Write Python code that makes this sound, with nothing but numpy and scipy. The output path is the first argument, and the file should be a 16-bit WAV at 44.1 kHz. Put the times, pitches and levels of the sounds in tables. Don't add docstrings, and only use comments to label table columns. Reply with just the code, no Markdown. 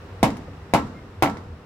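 import sys
import numpy as np
from scipy import signal
from scipy.fft import rfft, irfft
from scipy.io import wavfile

SR = 44100
rng = np.random.default_rng(int(sys.argv[2]) if len(sys.argv) > 2 else 0)


def materialize(psi):
    bounded = np.clip(np.atleast_2d(psi).T, -1, 1)
    quanta = np.round(bounded * 32767).astype(np.int16)
    wavfile.write(sys.argv[1], SR, quanta)


N = 72765
T = np.arange(N) / SR


def from_db(db):
    return 10 ** (np.asarray(db) / 20)


def at_hz(table, hz, column=1):
    table = np.array(table)
    return np.interp(np.log(hz), np.log(table[:, 0]), table[:, column])


def filtered(x, hz, kind, order=2):
    sos = signal.butter(order, np.clip(hz, 10, .45 * SR), kind, fs=SR, output="sos")
    return signal.sosfilt(sos, x + 1e-18)


def delayed(x, s):
    return np.array([np.interp(T - s, T, side, left=0) for side in x])


def from_left(x, lag_s=.0001):
    return np.array([x, np.interp(T - lag_s, T, x, left=0)])


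def decay(t60):
    return from_db(-60 * T / t60)


def ringing(modes):
    return sum((-1) ** (k + 1) * from_db(db) * decay(t60) * np.sin(2 * np.pi * hz * T)
               for k, (hz, db, t60) in enumerate(modes))


def noise_bands(correlation):
    edges = 22 * 2 ** np.arange(0, 10, .5)
    white = rng.standard_normal((2, 2, N))
    for k, (low, high) in enumerate(zip(edges, edges[1:])):
        mid, side = filtered(white[k % 2], [low, high], "band")
        hz = np.sqrt(low * high)
        alike = at_hz(correlation, hz)
        yield hz, np.sqrt((1 + alike) / 2) * mid + np.sqrt((1 - alike) / 2) * side * [[1], [-1]]


def narrow_noise(hz, width_hz):
    bins = np.arange(N // 2 + 1) * SR / N
    noise = irfft(rfft(rng.standard_normal(N)) / (1 + (2 * (bins - hz) / width_hz) ** 2), N)
    return noise / np.std(noise)


def wavering_tones(table):
    return sum(from_db(db) * narrow_noise(hz, width_hz) for hz, db, width_hz in table)


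# t/s, level/dB
ENGINE_SWELLS = [(0, -41), (.055, -62), (.135, -33.5), (.2, -48), (.3, -39.5), (.45, -53.5), (.5, -37.5),
                 (.54, -43), (.72, -49.5), (.83, -40.5), (.96, -49), (1.13, -45.5), (1.2, -37.5),
                 (1.36, -46), (1.48, -43.5), (1.535, -35), (1.58, -54), (1.65, -58.5)]
# f/Hz, level/dB, width/Hz
ENGINE_HUM = [(157.2, -54.5, 1), (226, -63, 5.4), (287.2, -59, 7.8), (395.5, -58.5, 15), (483, -56, 33)]
def engine(drone_hz=89.2, wander_hz=7.3):
    hz = drone_hz + wander_hz * narrow_noise(0, width_hz=27.6)
    rms = from_db(np.interp(T, *np.transpose(ENGINE_SWELLS)))
    drone = rms * np.sqrt(2) * np.sin(2 * np.pi * np.cumsum(hz) / SR)
    return drone + wavering_tones(ENGINE_HUM)


# f/Hz, relative spectral level/dB
AIR_SPECTRUM = [(25, -29.5), (50, -11), (85, -6), (125, -13), (200, -17.5), (300, -19), (480, -21),
                (700, -23.5), (1200, -24.5), (2200, -32.5), (3200, -38), (5000, -43), (8000, -53),
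                (12000, -57.5), (16000, -57)]
# f/Hz, left-right correlation
AIR_CORRELATION = [(100, .99), (290, 0.97), (640, 0.72), (1400, 0.38), (3000, 0)]
def yard_air(gain_db=-11, fade_db_per_s=2.5):
    air = sum(from_db(at_hz(AIR_SPECTRUM, hz)) * band for hz, band in noise_bands(AIR_CORRELATION))
    return from_db(gain_db - fade_db_per_s * T) * air


# f/Hz, relative level/dB, t60/s
PLANK_MODES = [(778, 6, 0.002), (256, -27, 0.06), (2100, -13, 0.0093), (118.8, -19, 0.064)]
def strike(contact_hz=4660, crack_band_hz=(2140, 15000)):
    kick = filtered(ringing(PLANK_MODES), contact_hz, "low", order=1)
    snap = from_db(-15) * decay(t60=.012)
    crackle = from_db(-25) * decay(t60=.078)
    crack = filtered(rng.standard_normal((2, N)) * (snap + crackle), crack_band_hz, "band")
    return from_left(kick) + delayed(crack, s=.000877)


# f/Hz, relative level/dB, t60/s, left over right/dB
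HULL_MODES = [(121, -24, .18, 0), (188, -27, .4, 1), (215, -26, .35, -3), (237, -21.5, .33, -3),
              (281, -20, .24, -1), (312, -28, .2, 2), (338, -30, .22, -2), (428, -35, .25, 9),
              (460, -36, .35, 8), (511, -27, .22, 5), (565, -24, .2, 2), (675, -23, .18, -1),
              (769, -18, .15, -1), (855, -20.5, .17, -1), (937, -19, .17, -4), (1049, -24, .22, 3),
              (1127, -27, .2, 9), (1339, -27, .2, -10), (1555, -35, .2, 2), (1628, -35, .18, 0),
              (2182, -31, .16, -7), (2263, -32, .16, -6)]
def hull_ring(lowest_hz=81):
    ring = 0
    for hz, db, t60, pan_db in HULL_MODES:
        mode = decay(t60) * np.sin(2 * np.pi * hz * T)
        ring += from_db(db + np.array([[pan_db], [-pan_db]]) / 2) * from_left(mode)
    return delayed(filtered(ring, lowest_hz, "high"), s=.0007)


def flutter(hit, round_s=.01172, first_db=-1.5, loss_db=9):
    mids = filtered(hit, [740, 1670], "band", order=1)
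    return sum(from_db(first_db - loss_db * k) * delayed(mids, round_s * (k + 1)) for k in range(3))


# f/Hz, left-right correlation
SCATTER_CORRELATION = [(100, 0.97), (220, 1), (400, 0.64), (700, 0.76), (1300, 0.13), (2500, 0),
                       (5000, 0.048)]
def reflections(table):
    out = 0
    for hz, band in noise_bands(SCATTER_CORRELATION):
        settled = np.roll(band, -N // 4, axis=1)
        out += from_db(at_hz(table, hz)) * decay(at_hz(table, hz, column=2)) * settled
    return out


def blow_colour(blow, bass_db, knock_db, treble_db):
    bass = (from_db(bass_db) - 1) * filtered(blow, 405, "low", order=1)
    knock = (from_db(knock_db) - 1) * filtered(blow, [1050, 1700], "band", order=1)
    treble = (from_db(treble_db) - 1) * filtered(blow, 2450, "high", order=1)
    return blow + bass + knock + treble


# f/Hz, relative spectral level/dB, t60/s
TIMBER_SCATTER = [(59.5, -24, 0.085), (125, -9.5, 0.25), (170, 0, 0.31), (281, -2, 0.31), (390, -14, 0.2),
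                  (600, -2.5, 0.19), (834, -1.5, 0.18), (1440, -16, .23), (2040, -11, 0.16),
                  (3250, -18.5, 0.16), (6350, -27, .18), (11400, -25, 0.083), (16000, -40, 0.26)]
# f/Hz, relative spectral level/dB, t60/s
YARD_TAIL = [(59.5, -19, 1.0), (190, -10, 1.0), (540, -18.5, 0.64), (1120, -18.5, 0.7), (2370, -31, 0.5),
             (5700, -39, 0.67), (15000, -63, 0.61)]
# t/s, relative level/dB, extra bass/dB, extra knock/dB, extra treble/dB
HAMMER_BLOWS = [(0.2294, 0.5, 1.5, -7.5, -0.5), (0.7367, -0.5, 1.5, -0.5, 0), (1.2234, 0, -0.5, 0.5, -2.5)]
def hammering(scatter_db=4, rise_s=.0036, fresh_share=.7):
    hull = from_db(-.5) * hull_ring()
    steady_paths = np.sqrt(1 - fresh_share) * reflections(TIMBER_SCATTER)
    tail = reflections(YARD_TAIL)
    rise = 1 - np.exp(-T / rise_s)
    out = 0
    for s, db, bass_db, knock_db, treble_db in HAMMER_BLOWS:
        hit = strike()
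        fresh_paths = np.sqrt(fresh_share) * reflections(TIMBER_SCATTER)
        scatter = from_db(scatter_db) * (steady_paths + fresh_paths)
        blow = hit + hull + flutter(hit) + rise * (scatter + tail)
        out += from_db(db) * delayed(blow_colour(blow, bass_db, knock_db, treble_db), s)
    return out


# t/s, relative level/dB, low edge f/Hz, high edge f/Hz
YARD_ECHOES = [(.303, -18, 1500, 8600), (.3685, -25, 800, 13700), (.7768, -7.5, 950, 1740),
               (.7875, -10, 840, 1390), (.869, -33.5, 900, 9000), (1.2605, -2.5, 1400, 1840),
               (1.2745, -6.5, 820, 1800), (1.297, -18.5, 1020, 8000), (1.370, -22.5, 660, 6100)]
def echoes(ring_db=-4.5, smear_db=-4):
    hit = strike() + from_db(ring_db) * hull_ring()
    out = 0
    for s, db, low_hz, high_hz in YARD_ECHOES:
        smear = rng.standard_normal((2, N)) * decay(t60=.09)
        smear *= from_db(smear_db) / np.sqrt(np.sum(smear ** 2) / 2)
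        echo = hit + signal.fftconvolve(hit, smear, axes=1)[:, :N]
        echo = filtered(echo, low_hz, "high", order=3)
        echo = filtered(echo, high_hz, "low")
        out += from_db(db) * delayed(echo, s)
    return out


# f/Hz, level/dB, t60/s
TIMBER_MODES = [(456, -43, 0.1), (532, -35.5, 0.074)]
def far_knock():
    return delayed(from_left(ringing(TIMBER_MODES)), s=.48)


# f/Hz, level at full swell/dB, width/Hz
SQUEAL_TONES = [(2100, -55, 86), (5512, -76, 70)]
def far_squeal(start_s=.932, length_s=.1):
    swell = np.sin(np.pi * np.clip((T - start_s) / length_s, 0, 1))
    return swell * wavering_tones(SQUEAL_TONES)


def scene():
    return engine() + yard_air() + hammering() + echoes() + far_knock() + far_squeal()


def record(dry):
    ceiling = 1.05
    rounded = ceiling * np.tanh(dry / ceiling)
    return signal.sosfilt(signal.cheby2(16, 70, 17000, fs=SR, output="sos"), rounded)


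dry = scene()
out = record(dry)
materialize(out)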